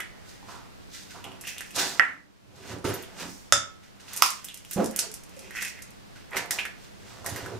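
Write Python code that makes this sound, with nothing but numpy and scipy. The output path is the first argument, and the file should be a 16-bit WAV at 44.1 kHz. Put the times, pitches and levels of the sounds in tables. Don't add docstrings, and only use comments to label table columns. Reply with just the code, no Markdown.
import sys
import numpy as np
from scipy import signal
from scipy.fft import rfft, irfft, next_fast_len
from scipy.io import wavfile
from scipy.ndimage import uniform_filter1d

SR = 44100
rng = np.random.default_rng(int(sys.argv[2]) if len(sys.argv) > 2 else 0)


def decibels_to_gain(level_db):
    exponent = np.asarray(level_db, float) / 20
    return 10 ** exponent


def int16_out(signal):
    q = np.round(np.clip(np.atleast_2d(signal).T, -1, 1) * 32767)
    wavfile.write(sys.argv[1], SR, q.astype(np.int16))


N = 334719

# start in seconds, peak in dB, bright crack in dB re peak, left-right balance in dB.
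BLOWS = [
    (1.996, -3, -18, -13.5),
    (3.5237, 3, -13, -8.5),
    (4.2224, 0.5, -8.5, -8),
]
# fracture T60 in seconds, hardness as a cut-off in Hz.
BLOW_CONTACTS = [
    (0.00089, 3780),
    (0.006, 20100),
    (0.009, 17000),
]
# centre in Hz, width in Hz, height in dB.
DROPPED_SHELL = [(649, 480, -18.5), (1320, 300, -4.5), (1880, 170, 2.5), (2900, 810, -19)]
RIM_CRACK = [(99.6, 30, -21), (600, 110, -7), (1330, 220, -2.5), (1950, 600, -4), (2600, 600, -7),
             (3540, 500, -10), (4870, 680, -5.5), (6140, 1270, 0), (9000, 7900, -16)]
SPLIT_SHELL = [(500, 500, -17), (1050, 170, 2.5), (1287, 170, 3.5), (2500, 1000, -6.5), (3400, 700, -6.5),
               (5500, 800, -2.5), (6600, 870, -9), (10000, 8900, -11)]
# pitch in Hz, level in dB, T60 in seconds.
HEAP_MODES = [(1303, -30, .16), (1745, -35, .25), (1823, -32, .22), (1914, -33, .25), (1965, -30, .23),
              (2030, -34, .24), (2164, -37, .25)]
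GLASS_MODES = [(565, -36, .3), (1303, -31, .42), (1321, -34, .4), (1392, -30, .3), (1410, -35, .3),
               (1739, -36, .25), (2175, -39, .22), (3397, -33, .25), (3577, -29, .32), (3590, -38, .25),
               (4790, -35, .22), (5066, -36, .2), (5935, -35, .32), (6045, -35, .27)]

# start in seconds, peak in dB, hollow in Hz, bright crack in dB re peak.
TAPS = [(.0003, -32.5, 1470, -13), (.0035, -23, 2030, -9.5), (.006, -29, 3000, -17),
        (0.486, -37.5, 1040, -23), (0.544, -39, 996, -25), (0.428, -43, 900, -30), (1.242, -30.5, 2980, -8),
        (1.318, -37.5, 2900, -13), (1.4393, -38.5, 1850, -8), (1.4504, -33, 2720, -15),
        (1.471, -26.5, 2670, -9), (1.4752, -29, 2760, -6), (1.565, -37, 2270, -15), (1.5816, -28, 3160, -4),
        (1.6074, -28.5, 1780, -3), (1.707, -37.5, 2580, -4), (1.7473, -37, 3740, -4),
        (2.844, -30, 1330, -20), (3.036, -36, 3150, -20), (4.0816, -37.5, 2660, -25),
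        (4.4857, -29.5, 3400, -9), (4.649, -39, 2900, -4), (5.508, -33, 1880, -8.5),
        (5.5516, -30.5, 1750, -15), (5.5645, -37, 1940, -8), (5.5713, -33, 1780, -25),
        (5.575, -36, 1730, -25), (5.59, -41, 2250, -18), (5.609, -41, 1870, -11), (5.608, -36, 2100, -2),
        (5.6243, -23.5, 1920, -1.5), (5.649, -29.5, 2500, 1), (5.79, -37.5, 1880, -13),
        (6.155, -50, 1700, -19), (6.3193, -35, 2000, -25), (6.333, -28, 2340, -23), (6.326, -35, 1820, -24),
        (6.3682, -16.5, 2075, -9), (6.508, -22.5, 1940, 5), (6.5871, -18.5, 2410, -23),
        (6.597, -36, 2480, -29), (6.61, -32, 2500, -27), (6.625, -36, 2500, -27),
        (6.6527, -25.5, 1736, -9.5), (6.655, -30, 2100, -27), (7.2449, -33.5, 1037, -9),
        (7.2621, -25.5, 1880, 1.5), (7.361, -30, 1860, -2), (7.4608, -31, 1500, -9.5)]
# start in seconds, peak in dB, centre in Hz.
SPLINTERS = [(1.411, -35.5, 8500), (1.415, -39, 8000), (1.714, -45, 8000), (2.785, -46, 6500),
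             (2.8431, -37, 6500), (2.9386, -39, 9000), (3.025, -40, 9000), (4.169, -29, 9000),
             (4.2205, -26, 8000), (4.448, -31, 10000), (4.737, -34, 9000), (6.458, -44, 9000),
             (6.532, -38, 9000), (5.654, -34, 6000), (5.70, -40, 6000), (1.7612, -23, 7000),
             (4.1336, -30, 9100), (4.1633, -27, 9000), (4.174, -23, 8000), (4.261, -23, 8000),
             (4.304, -23.5, 7600), (4.444, -31, 8400), (4.543, -33, 8500), (4.574, -36.5, 7740),
             (4.7114, -27, 11230), (4.728, -35, 8000), (4.7328, -25.5, 9000), (4.843, -28, 7500),
             (4.8592, -27.5, 7500), (4.91, -36, 8000), (4.962, -20.5, 9330), (4.988, -27, 7000),
             (4.9905, -14, 6400), (4.994, -17.5, 8100), (5.1154, -34, 6900), (5.1404, -28.5, 7900),
             (5.236, -41.5, 7900), (5.294, -48, 8000), (5.366, -45, 7000), (5.392, -37.5, 7200),
             (5.613, -34, 5500), (5.62, -26.5, 5700), (5.676, -34, 5600), (5.8212, -36, 7460),
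             (5.824, -39, 7440), (5.905, -47, 7900), (6.309, -48, 8500), (6.361, -36, 9500),
             (6.374, -28, 8000), (6.5087, -23, 3680), (6.368, -31, 11500), (6.5105, -35, 11600),
             (7.261, -36, 11500), (6.5087, -38, 11550), (7.265, -30, 7000)]
TAP_CRACK_HZ = 8000
SPLINTER_HZ, SPLINTER_RING_DB = 2800, -7.5
TAP_CYCLES, SPLINTER_CYCLES = 45, 9

# peak time in seconds, level in dB, rise in seconds, fall in seconds,
# skin hiss in dB re level.
WIPES = [(0.512, -46.5, 0.086, 0.15, -2), (0.946, -43, 0.047, 0.22, 1), (1.79, -24.5, 0.037, 0.17, 1),
         (2.716, -38, 0.14, 0.074, -5), (2.85, -30.5, 0.0058, 0.22, -6.5), (3.21, -34.5, 0.059, 0.11, -3),
         (3.838, -51, 0.034, 0.15, -7.5), (.3, -50, 0.092, 0.18, -1.5), (1.105, -44.5, .015, 0.16, -2.5),
         (4.23, -31.5, .006, .12, 2), (4.14, -40.5, 0.094, 0.44, -2.5), (4.085, -51, 0.021, .1, 6),
         (6.16, -46.5, 0.011, 0.15, -8), (1.755, -38.5, 0.0071, 0.17, 7.5), (6.85, -49.5, 0.13, 0.068, -4),
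         (7.1, -49.5, 0.22, 0.46, -2.5), (2.56, -60, 0.024, 0.18, 6), (6.512, -37, .004, .1, -4),
         (4, -49, .006, 0.16, -4), (4.715, -42.5, .01, 0.098, -1), (4.99, -35, 0.064, 0.12, -17),
         (6.37, -27, 0.017, 0.071, -4), (7.26, -41.5, 0.02, 0.46, -1), (7.37, -39, 0.048, 0.24, -7.5)]
# peak time in seconds, level in dB, rise in seconds, fall in seconds,
# pitch of the hollow in Hz.
CRUSHES = [(.005, -33, 0.011, 0.08, 1900), (.2, -56, 0.3, 0.45, 1880), (1.25, -42.5, 0.017, 0.099, 2940),
           (1.625, -43, .02, .09, 1660), (1.484, -31.5, 0.068, 0.12, 2330), (1.59, -39.5, 0.03, 0.13, 3000),
           (4.5, -42.5, 0.049, 0.14, 2960), (4.85, -50, 0.046, 0.15, 1780), (5.45, -47.5, 0.21, .2, 2470),
           (5.57, -26, 0.033, 0.14, 2100), (5.65, -31.5, 0.14, 0.074, 2270), (5.75, -44, 0.046, 0.25, 2160),
           (6.345, -31, 0.034, 0.051, 2100), (6.59, -20, 0.0054, 0.043, 2600),
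           (6.655, -27.5, 0.0097, 0.037, 2200), (6.9, -72, 0.42, 0.21, 2340)]
# peak time in seconds, level in dB, rise in seconds, fall in seconds.
RUSTLES = [(.29, -58, 0.056, 0.2), (1.1, -58, 0.011, 0.31), (1.484, -38.5, 0.049, 0.11),
           (1.666, -52, 0.074, 0.12), (3.3, -46.5, 0.15, 0.24), (4.21, -49.5, 0.2, 0.21),
           (4.46, -55, 0.046, .15), (4.72, -44.5, 0.049, 0.084), (4.83, -47, 0.23, 0.13),
           (5.4, -56, 0.21, 0.71), (5.56, -40, 0.028, 0.1), (5.618, -42, 0.016, 0.16),
           (5.69, -39.5, .05, 0.033), (4.23, -27, .008, 0.11), (4.992, -40, 0.01, 0.16),
           (6.51, -32, 0.0043, 0.12), (6.6, -62, .03, .15), (6.95, -70, 0.66, 0.87)]
# centre in Hz, width in Hz, level in dB.
SHELL_CUP = [(1500, 170, 3), (1780, 110, 1.5), (1940, 170, 1.5), (2480, 450, 3), (2800, 99, 1.5),
             (3100, 280, 0), (3340, 200, -15)]
# frequency in Hz, level in dB per Hz.
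SKIN_HISS = [(3500, -1.5), (5800, -2.5), (7000, -4), (9500, -11), (12000, -15), (15500, -17.5)]
FLAKES = [(2500, -33), (4300, -6), (5600, 0.5), (7000, -2), (11000, -11), (15500, -12)]
WIPE_HZ, WIPE_FOCUS_DB, CRUSH_FOCUS_DB = 2100, 2, 29.5

# peak time in seconds, level in dB, rise in seconds,
# fall in seconds, centre in Hz.
KNOCKS = [(.15, -60.5, 0.31, 0.65, 730), (.49, -47, 0.02, .2, 950), (.55, -48.5, .02, .2, 994),
          (1.153, -45.5, .012, .12, 823), (1.25, -45, 0.0148, 0.22, 750), (1.77, -33.5, .025, 0.25, 730),
          (2.742, -42.5, 0.2, 0.13, 535), (2.848, -27, 0.0087, 0.15, 407), (3.23, -43, 0.14, 0.12, 692),
          (4.21, -47, 0.22, .2, 947), (4.77, -30.5, 0.0048, 0.097, 522), (4.8, -31, 0.036, 0.1, 600),
          (5.04, -48, 0.088, 0.098, 600), (5.45, -58, .3, .3, 513), (6.17, -64.5, .15, .21, 714),
          (6.33, -39.5, 0.018, 0.12, 955), (6.36, -35.5, 0.043, 0.17, 687), (6.55, -44, 0.075, .2, 785),
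          (7.12, -55, 0.09, 0.31, 1180), (7.27, -41.5, 0.049, 0.18, 595), (7.37, -42, .04, .2, 550),
          (7.54, -42.5, 0.5, .15, 416)]
# peak time in seconds, board level in dB, rise in seconds,
# fall in seconds, cabinet boom in dB re board.
LEANS = [(.504, -55.5, 0.23, 0.46, -3.5), (1.27, -53, 0.51, 0.5, -4.5), (1.77, -39.5, 0.041, 0.39, -10.5),
         (2.742, -43.5, 0.24, 0.16, 1), (2.848, -28.5, 0.0073, 0.13, -0.5), (3.264, -40, 0.16, 0.16, -12.5),
         (3.527, -46.5, 0.005, 0.2, 4), (4.224, -52.5, .004, 0.035, 1), (4.1, -60, 0.33, 0.27, -5),
         (4.8, -23, 0.01, 0.083, -17), (5.12, -59, 0.23, 0.18, -18), (5.49, -60, 0.34, 0.19, -19),
         (6.0, -63, 0.41, 0.21, -6), (6.17, -65, 0.084, 0.089, 13), (6.36, -44.5, 0.039, 0.23, -8),
         (7.03, -66.5, 0.57, .4, 6), (7.33, -47, 0.33, 0.48, 1.5), (7.54, -47.5, 0.33, 0.39, 3.5)]
# centre in Hz, width in Hz, level in dB.
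TOP_MODES = [(374, 47, -0.5), (452, 71, -1), (522.4, 74, -3), (674, 71, -2.5), (900, 210, 2),
             (1042, 180, 5), (1250, 410, 3.5)]
CABINET = [(100, 74, 0)]
BOARD = [(174, 13, -2.5), (241.3, 34, -1.5), (268, 110, 2)]
# start in seconds, peak in dB, pitch in Hz, T60 in seconds.
THUDS = [(2.845, -25, 409, 0.095), (4.761, -19, 182, 0.056), (4.786, -16.5, 201, 0.084),
         (4.788, -21, 687, 0.054), (4.775, -24, 382, .07), (4.806, -26, 328, 0.071),
         (4.795, -17.5, 538, 0.051), (4.819, -28, 231, 0.11), (4.822, -26, 418, 0.1),
         (4.828, -24.5, 670, 0.062), (4.839, -35, 413, .05), (4.895, -47, 713, 0.068),
         (4.858, -25, 228, 0.066), (4.895, -31, 222, 0.063), (5.065, -43.5, 432, 0.19),
         (5.366, -44.5, 538, 0.16), (7.325, -36, 104, 0.1), (7.429, -34, 109, 0.11)]

# start in seconds, peak in dB.
JINGLES = [(1.4707, -52), (1.49, -54), (2.8513, -52), (2.8772, -51), (2.8847, -48), (2.9386, -47),
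           (3.0244, -53), (7.2607, -48), (7.2925, -45), (7.334, -56), (7.36, -52), (7.372, -53)]
# pitch in Hz, level in dB, T60 in seconds.
WIRES = [(5010, -8, .05), (6300, -3, .05), (6710, -5, .05), (9480, -3, .06), (10700, -4, .08),
         (11200, -4, .1), (12100, -4, .1), (13000, -4, .1), (13900, -8, .16), (14200, -9, .12),
         (15350, -12, .1)]
WIRE_SPREAD_DB = 5

# frequency in Hz, T60 in seconds.
ROOM_T60 = [(100, 0.2), (400, 0.34), (1500, 0.33), (4000, 0.33), (8000, 0.25), (15000, 0.11)]
# frequency in Hz, level in dB per Hz.
AIR = [(12, -39.5), (20, 3.5), (146, 2.5), (328, -1.5), (2020, -8), (4940, -12), (13900, -24.5),
       (16000, -24.5)]
# frequency in Hz, left-right likeness from -1 to 1.
AIR_ALIKE = [(25, -0.3), (60, 0.03), (200, -0.35), (1000, 0.58), (10000, 0.74)]
# centre in Hz, width in Hz, level in dB.
FRIDGE = [(98.6, 23, -74.5), (199.6, 12, -74)]
# time of the blow in seconds, depth in dB.
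DUCKS = [
    (2.001, 10),
    (3.521, 3.5),
    (4.22, 3.5),
]
AIR_DB, GAIN_DB = -54.5, 5.5
DUCK_DEEPEST_S, DUCK_WIDTH_S = 0.28, 0.33
MOTOR_HZ, MOTOR_DB = 199.7, -67.5
HANDS_PAN_DB, COUNTER_PAN_DB, ECHO_PAN_DB = -2.5, -5.5, -3


def blows():
    out, t = np.zeros((2, N)), np.arange(30000) / SR
    colours = (DROPPED_SHELL, RIM_CRACK, SPLIT_SHELL)
    for (s, peak_db, bright_db, pan_db), peaks, (t60, cut_hz) in zip(BLOWS, colours, BLOW_CONTACTS):
        wide = [(hz, width, db + 10 * np.log10(width)) for hz, width, db in peaks]
        fracture = (t == 0) + 0.1 * burst(t, t60)[0] + 1e-18
        contact = signal.butter(2, cut_hz, fs=SR, output="sos")
        snap = resonances(signal.sosfilt(contact, fracture), wide)
        snap = snap / np.abs(snap).max()
        blow = snap + decibels_to_gain(bright_db - 1.5) * crack(t, 0.0084)
        add(out, s, panned(decibels_to_gain(peak_db + 1.0) * blow, pan_db))
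    for (s, *_), modes in zip(BLOWS, (HEAP_MODES, GLASS_MODES)):
        ringing = sum(decibels_to_gain(db - 60 * t / t60) * np.sin(2 * np.pi * hz * t) for hz, db, t60 in modes)
        add(out, s, panned(ringing, -1.0))
    return out


def ticks():
    out, t = np.zeros((2, N)), np.arange(2000) / SR
    events = [(*row, TAP_CRACK_HZ, TAP_CYCLES) for row in TAPS]
    for s, db, crack_hz in SPLINTERS:
        knock_hz = SPLINTER_HZ * rng.uniform(0.85, 1.1)
        events.append((s, db + SPLINTER_RING_DB, knock_hz, -SPLINTER_RING_DB, crack_hz, SPLINTER_CYCLES))
    for s, peak_db, hz, bright_db, crack_hz, cycles in events:
        cluster = hz * np.array([[1], [1.1], [0.9]])
        partials = np.array([[.65], [.35], [.25]]) * np.sin(2 * np.pi * cluster * t)
        ring = partials.sum(0) * decibels_to_gain(-60 * t * hz / cycles)
        tick = ring + decibels_to_gain(bright_db + 8.5) * crack(t, 0.021, crack_hz)
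        add(out, s, panned(decibels_to_gain(peak_db) * tick, HANDS_PAN_DB))
    return out


def crack(t, t60, hz=7000, apart=0.42, fizz=0.46):
    bright = signal.butter(3, [hz * 0.63, min(hz * 1.62, 19000)], "band", fs=SR, output="sos")
    mid, side = fizz * burst(t, t60)
    return signal.sosfilt(bright, 0.45 * (t == 0) + mid + apart * side * [[1], [-1]])


def hands():
    wipe, skin_db = gestures(WIPES)
    crush, hollow_hz = gestures(CRUSHES)
    rustle, = gestures(RUSTLES)
    fractures = grains(1500, spread_db=3.0)
    cup = wipe * resonances(fractures, SHELL_CUP, WIPE_HZ, WIPE_FOCUS_DB)
    cup = cup + crush * resonances(fractures, SHELL_CUP, hollow_hz, CRUSH_FOCUS_DB)

    def hiss():
        skin = coloured(grains(6000, spread_db=3.5), [(1800, -53.0)] + SKIN_HISS)
        flakes = coloured(grains(2500, spread_db=2.5), FLAKES)
        return wipe * decibels_to_gain(skin_db) * skin + rustle * flakes

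    mid, side = hiss(), hiss()
    return panned(decibels_to_gain(-7.0) * cup + decibels_to_gain(-3) * (mid + 0.77 * side * [[1], [-1]]), HANDS_PAN_DB)


def counter():
    lean, boom_db = gestures(LEANS)
    knock, knock_hz = gestures(KNOCKS)
    slips = grains(300, spread_db=3.0)
    boom = resonances(resonances(slips, CABINET), [(102, 45, 0)])
    low = decibels_to_gain(-1.5 + boom_db) * lean * boom
    board = decibels_to_gain(-3.0) * lean * resonances(resonances(slips, BOARD), [(233.3, 70, 0)])
    top = decibels_to_gain(-0.5) * knock * resonances(grains(700, spread_db=0.0), TOP_MODES, knock_hz, fall_db=8.0)
    return panned(low + board + top, COUNTER_PAN_DB)


def thuds():
    out, t = np.zeros((2, N)), np.arange(12000) / SR
    for s, peak_db, hz, t60 in THUDS:
        swell = 1 - np.exp(-t / 0.0014)
        ring = decibels_to_gain(peak_db - 60 * t / t60) * swell * np.sin(2 * np.pi * hz * t)
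        add(out, s, panned(ring, COUNTER_PAN_DB))
    return out


def basket():
    out, t = np.zeros((2, N)), np.arange(9000) / SR
    hz, level_db, t60 = np.transpose(WIRES)[:, :, None]
    for s, peak_db in JINGLES:
        uneven_db = WIRE_SPREAD_DB * rng.standard_normal(hz.shape)
        ring = decibels_to_gain(peak_db + level_db + uneven_db - 60 * t / t60) * np.sin(2 * np.pi * hz * t)
        add(out, s, panned(ring.sum(0), HANDS_PAN_DB))
    return out


def kitchen(x, gap_s=0.0014):
    t = np.arange(SR // 2) / SR
    tail, edges = 0, 60 * 2 ** np.arange(0, 8.4, .5)
    for low, high in zip(edges, edges[1:]):
        half_octave = signal.butter(2, [low, high], "band", fs=SR, output="sos")
        band = signal.sosfilt(half_octave, rng.standard_normal((2, len(t))))
        tail = tail + band * decibels_to_gain(-60 * t / at_hz(ROOM_T60, np.sqrt(low * high)))
    tail = tail * np.clip(t / gap_s, 0, 1)
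    tail = tail + 0.069 * tail[::-1]
    tail = tail / np.sqrt(np.sum(tail ** 2) / 2)
    return signal.fftconvolve(x, tail, axes=1)[:, :N]


def air():
    side_db = []
    for hz, alike in AIR_ALIKE:
        alike = np.clip(alike, -.9, .9)
        side_db.append((hz, 10 * np.log10((1 - alike) / (1 + alike))))
    side_spectrum = [(hz, db + at_hz(side_db, hz)) for hz, db in AIR]
    mid = coloured(rng.standard_normal(N), AIR)
    side = coloured(rng.standard_normal(N), side_spectrum)
    tone = decibels_to_gain(AIR_DB - 6.0) * (mid + decibels_to_gain(6.0) * side * [[1], [-1]])
    hum = sum(decibels_to_gain(db) * resonances(rng.standard_normal(N), [(hz, width, 0)]) for hz, width, db in FRIDGE)
    t = np.arange(N) / SR
    hum = hum + decibels_to_gain(MOTOR_DB) * np.sin(2 * np.pi * MOTOR_HZ * t)
    ducking_db = sum(db * np.exp(-((t - s - DUCK_DEEPEST_S) / DUCK_WIDTH_S) ** 2) for s, db in DUCKS)
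    return (panned(tone, -0.92) + panned(hum, -2)) * decibels_to_gain(GAIN_DB - ducking_db)


def gestures(rows):
    t = np.arange(0, N + 32, 32) / SR
    s, db, rise, fall, *rest = np.transpose(rows)[:, :, None]
    distance = np.where(t < s, (s - t) / np.abs(rise), (t - s) / np.abs(fall))
    power = decibels_to_gain(2 * db - 40 * distance) + 1e-30
    total = power.sum(0)
    curves = [np.sqrt(total)] + [(power * column).sum(0) / total for column in rest]
    return [np.interp(np.arange(N) / SR, t, curve) for curve in curves]


def grains(per_s, spread_db):
    sizes = decibels_to_gain(spread_db * np.minimum(rng.exponential(1, N), 4)) * rng.choice([-1, 1], N)
    return sizes * (rng.random(N) < per_s / SR) + 1e-18


def burst(t, t60):
    shape = decibels_to_gain(-60 * t / t60)
    x = shape * rng.standard_normal((2, len(t)))
    for turn in range(4):
        spectrum = rfft(x)
        x = irfft(spectrum / (np.abs(spectrum) + 1e-12), len(t))
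        x = shape * x / np.sqrt(np.abs(uniform_filter1d(x ** 2, size=15)) + 1e-12)
    return x


def resonances(x, peaks, centre_hz=None, fall_db=0):
    out, power = 0, 0
    for k, (hz, width, db) in enumerate(peaks):
        r = np.exp(-np.pi * width / SR)
        b = (1 - r * r) / 2 * np.array([1, 0, -1])
        a = [1, -2 * r * np.cos(2 * np.pi * hz / SR), r * r]
        if centre_hz is not None:
            db = db - fall_db * np.abs(np.log2(hz / centre_hz))
        gain = decibels_to_gain(db)
        out = out + (-1) ** k * gain * signal.lfilter(b, a, x) / np.sqrt(width)
        power = power + gain ** 2
    return rms_one(out / np.sqrt(power))


def coloured(x, spectrum):
    size = next_fast_len(N)
    hz = np.arange(size // 2 + 1) * SR / size
    return rms_one(irfft(rfft(x, size) * decibels_to_gain(at_hz(spectrum, hz)), size)[:N])


def at_hz(points, hz):
    points = np.array(points)
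    return np.interp(np.log(hz + 1), np.log(points[:, 0]), points[:, 1])


def rms_one(x):
    return x / np.sqrt(np.mean(x ** 2) + 1e-20)


def panned(x, db):
    return x * decibels_to_gain([[db / 2], [-db / 2]])


def add(out, s, sound):
    at = round(s * SR)
    out[:, at:at + sound.shape[1]] += sound[:, :N - at]


def scene():
    big = blows()
    small = ticks() + thuds() + basket()
    rubbing = hands() + counter()
    sent = decibels_to_gain(-1.0) * small + decibels_to_gain(-4.0) * big + decibels_to_gain(-7.0) * rubbing
    echoes = kitchen(sent.mean(axis=0, keepdims=True))
    return small + big + rubbing + panned(echoes, ECHO_PAN_DB) + air()


def roll_off(x):
    return signal.sosfilt(signal.butter(12, 16470, fs=SR, output="sos"), x)


def record(dry):
    cut = signal.sosfilt(signal.cheby2(10, 40, 16150, fs=SR, output="sos"), dry)
    return roll_off(np.clip(cut, -1, 1))


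dry = scene()
out = record(dry)
int16_out(out)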